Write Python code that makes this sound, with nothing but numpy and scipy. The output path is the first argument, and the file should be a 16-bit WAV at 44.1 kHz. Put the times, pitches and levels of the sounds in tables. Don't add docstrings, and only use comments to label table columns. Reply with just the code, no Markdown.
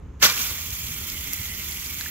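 import sys
import numpy as np
from scipy import signal
from scipy.fft import rfft, irfft
from scipy.io import wavfile
from scipy.ndimage import uniform_filter1d

SR = 44100
rng = np.random.default_rng(int(sys.argv[2]) if len(sys.argv) > 2 else 0)


def wav_record(signal):
    frames = np.transpose(np.atleast_2d(signal))
    bounded = np.clip(frames, -1, 1)
    quanta = np.round(bounded * 32767).astype(np.int16)
    wavfile.write(sys.argv[1], SR, quanta)


def makeup_ratio(level_db):
    decades = np.asarray(level_db, float) / 20
    return 10 ** decades


N = 92610

# start_s, level_db
AIR_FLOW = [(.195, -67), (.202, -49.5), (.212, -43.5), (.229, -14), (.255, -15.5), (.28, -26), (.3, -26),
            (.33, -34.5), (.46, -39.5), (.64, -50.5), (1.05, -66)]
# start_s, level_db
WATER_FLOW = [(.2, -89), (.24, -38), (.37, -32), (.385, -27.5), (.44, -28.5), (.55, -34.5), (.65, -35.5),
              (1., -35.5), (1.4, -35.5), (1.8, -35.5), (2.1, -36)]
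# freq_hz, likeness_0_to_1
PORT_LIKENESS = [(60, 0.99), (270, 0.91), (700, 0.37), (2000, 0.71), (5000, 0.64), (9000, 0.12),
                 (15000, 0.11)]
LAG_S = .00009


def evened(x):
    return x / np.sqrt(np.mean(x ** 2) + 1e-20)


def read(points, hz):
    f, value = np.transpose(points)
    return np.interp(np.log(hz + 1), np.log(f + 1), value)


def level(points):
    return makeup_ratio(np.interp(np.arange(N) / SR, *np.transpose(points), left=-150))


def coloured(x, points):
    return irfft(rfft(x) * makeup_ratio(read(points, np.fft.rfftfreq(N, 1 / SR))), N)


def wash(colour, size, lag_s, patchy_db, flicker_db):
    frames = 4 * N // size + 5
    hz = np.fft.rfftfreq(size, 1 / SR)
    a, b, c, d, patches = rng.standard_normal((frames, len(hz), 5)).T
    patches = uniform_filter1d(patches, size=8, axis=0)
    patches = evened(uniform_filter1d(patches, size=10, axis=1))
    flicker = evened(uniform_filter1d(rng.standard_normal(frames), size=3))
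    same = np.clip(read(PORT_LIKENESS, hz), 0, 1)[:, None]
    late = np.exp(-2j * np.pi * hz * lag_s)[:, None]
    right = a + 1j * b
    left = same * late * right + np.sqrt(1 - same ** 2) * (c + 1j * d)
    gain_db = patchy_db * patches + flicker_db * flicker
    spectra = np.array([left, right]) * makeup_ratio(read(colour, hz)[:, None] + gain_db)
    return evened(signal.istft(spectra, nperseg=size, noverlap=size * 3 // 4)[1][:, :N])


def blip(hz, cycles, glide):
    turns = np.arange(600) * hz / SR
    attack = np.minimum(turns / (.15 * cycles), 1)
    shape = attack * np.exp(-2 * turns / cycles) * (turns < 5 * cycles)
    return np.sin(2 * np.pi * turns * (1 + glide * turns / cycles)) * shape


def grains(colour, per_s, spread_db, cycles, low_hz, high_hz):
    out = np.zeros((2, N))
    for hz in np.geomspace(low_hz, high_hz, num=24):
        hit = rng.random(N) < per_s / 24 / SR
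        size = np.minimum(rng.exponential(1, N), 3.5)
        side = rng.uniform(-1, 1, N)
        train = makeup_ratio(spread_db * size) * hit
        left = np.roll(train * (1 + side), round(LAG_S * SR))
        pair = np.array([left, train * (1 - side)])
        out += signal.oaconvolve(pair, blip(hz, cycles, 0.096)[None] * hz, axes=1)[:, :N]
    return evened(coloured(out, colour))


def mixed(share, hiss, droplets):
    share = np.clip(share, 0, 1)
    return np.sqrt(1 - share) * hiss + np.sqrt(share) * droplets


def ringing(hz, width_hz, pan_db):
    r = np.exp(-np.pi * width_hz / SR)
    z = rng.standard_normal((2, N)) + 1j * rng.standard_normal((2, N))
    for _ in range(2):
        z = signal.lfilter([1 - r], [1, -r], z)
    same = np.clip(read(PORT_LIKENESS, np.mean(hz)), 0, 1) * np.exp(-2j * np.pi * hz * LAG_S)
    z = np.array([same * z[1] + np.sqrt(1 - abs(same) ** 2) * z[0], z[1]])
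    carrier = np.exp(2j * np.pi * np.cumsum(hz * np.ones(N)) / SR)
    return evened((z * carrier).real) * makeup_ratio(np.array([[pan_db], [-pan_db]]) / 2)


def rumble():
    # freq_hz, level_db_per_hz
    rumble_colour = [(20, -17), (45, -7.5), (76, 1.5), (105, -9), (210, -13.5), (420, -23.5), (650, -32.5),
                     (1300, -40), (2000, -100)]
    # start_s, level_db
    traffic = [(0.0, -36.5), (0.67, -41), (0.7, -36.5), (0.76, -45), (0.79, -38.5), (1.14, -39.5),
               (1.28, -38), (1.37, -45), (1.4, -36), (1.44, -39), (1.91, -41.5), (2.1, -38.5)]
    return level(traffic) * wash(rumble_colour, size=4096, lag_s=0, patchy_db=1.5, flicker_db=1.1)


def yard():
    # freq_hz, level_db_per_hz
    yard_colour = [(600, -4), (950, 7.5), (1500, 3), (3000, -6), (4800, -18), (6500, -11.5), (11000, -23),
                   (15700, -27)]
    return makeup_ratio(-63.5) * wash(yard_colour, size=1024, lag_s=0, patchy_db=.8, flicker_db=.2)


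def drops():
    # start_s, level_db before panning, pitch_hz, decay_cycles, left_right_db
    big_drops = [(.3772, -23, 2500, 3.5, -4), (.7052, -21, 6200, 9, -2), (.8859, -25, 7000, 8, 2),
                 (1.1005, -23.5, 4900, 6, -4), (1.3336, -15.5, 12300, 9, -6), (1.3336, -20, 9800, 8, -4),
                 (1.3341, -22, 5600, 6, -4), (1.3395, -21, 12000, 24, -4), (1.448, -20, 6800, 9, -1),
                 (1.453, -22, 13500, 9, -4), (1.7206, -26, 4700, 5, -4), (1.8626, -27, 4500, 5, -4),
                 (2.0104, -21, 1660, 7, 1), (2.0106, -20, 4200, 3.5, -4), (2.0107, -24, 10000, 6, -2),
                 (2.0112, -25, 7000, 6, -2), (2.0592, -29, 1900, 4, -2), (2.0613, -25.5, 1680, 7, -2)]
    left_lag_s = 1 / SR
    out = np.zeros((2, N + 700))
    for s, db, hz, cycles, pan_db in big_drops:
        tick = blip(hz, cycles, 0.021) * (1 + 0.13 * rng.standard_normal(600))
        for side, late_s in ((0, left_lag_s), (1, 0)):
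            at = round((s + late_s) * SR)
            out[side, at:at + 600] += makeup_ratio(db + (-1.5 - side) * pan_db) * tick
    return out[:, :N]


def nozzle_head():
    # start_s, pitch_hz, level_db
    throat = [(.2, 2050, -70), (0.233, 2030, -17), (.32, 2066, -87), (.6, 2250, -57), (.9, 2150, -50),
              (1.15, 2150, -46), (1.35, 2030, -43.5), (1.6, 2050, -44.5), (1.901, 2250, -48),
              (2.1, 1973, -46)]
    # pitch_hz, width_hz, under_air_db, under_jets_db, left_right_db
    cavities = [(169.4, 103, -17.5, -31.5, 0.5), (545.7, 250, -16, -37.5, 5), (1199, 203, -12.5, -26.5, 8),
                (1423, 145, -6.5, -26.5, 2.5), (2370, 44, -9.5, -15.5, 0.5), (2712, 31, -22, -61, 9),
                (3282, 570, -18.5, -15, -0.5), (4310, 300, -12, -42, -3), (5940, 50, -3, -26, 11)]
    s, hz, db = np.transpose(throat)
    pitch_hz = np.interp(np.arange(N) / SR, s, hz)
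    out = level(np.transpose([s, db])) * ringing(pitch_hz, width_hz=295, pan_db=-6)
    air, water = level(AIR_FLOW), level(WATER_FLOW)
    blown = air * (air / air.max()) ** .4
    for hz, width_hz, air_db, jet_db, pan_db in cavities:
        drive = blown * makeup_ratio(air_db) + water * makeup_ratio(jet_db)
        out += drive * ringing(hz, width_hz, pan_db)
    return out


def air_spit():
    # freq_hz, level_db_per_hz
    air_colour = [(88, -38), (150, -14), (821, -9), (1080, -1), (2400, -2.5), (5150, -3.5), (6140, -4.5),
                  (9080, -7), (16000, -10.5)]
    hiss = wash(air_colour, size=256, lag_s=LAG_S, patchy_db=2.5, flicker_db=-2.0)
    spit = grains(air_colour, per_s=6000, spread_db=2.8, cycles=6.65, low_hz=451.4, high_hz=15300)
    return level(AIR_FLOW) * mixed(.4, hiss, spit)


def jets():
    # freq_hz, level_db_per_hz
    jet_colour = [(400, -20), (1000, -11.5), (1450, -9.5), (1780, -10.5), (1980, -3.5), (3400, -2),
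                  (3800, -6.5), (15700, -2.5)]
    hiss = wash(jet_colour, size=512, lag_s=LAG_S, patchy_db=1.66, flicker_db=1.5)
    fizz = grains(jet_colour, per_s=9000, spread_db=2.5, cycles=8.3, low_hz=940, high_hz=15400)
    return level(WATER_FLOW) * mixed(.25, hiss, fizz)


def scene():
    # freq_hz, gain_db
    left_port = [(1000, 3), (2000, 3), (5500, 3.5), (7300, 9.5), (9200, -4.5), (12000, 3), (16000, 4)]
    # freq_hz, gain_db
    right_port = [(1000, 5.5), (2000, 5.5), (5000, 7.7), (6700, 11), (7900, -5), (12500, 9), (16000, 9.5)]
    near = air_spit() + jets() + yard()
    ports = np.array([coloured(near[0], left_port), coloured(near[1], right_port)])
    return ports + nozzle_head() + drops() + rumble()


def low_pass(x):
    return signal.sosfilt(signal.butter(12, 16900, fs=SR, output="sos"), x)


def record(dry):
    edge = signal.firwin(1023, 15740, window=("kaiser", 10), fs=SR)
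    limited = np.tanh(dry) / 1.106
    return low_pass(signal.oaconvolve(limited, edge[None], "same", axes=1))


dry = scene()
out = record(dry)
wav_record(out)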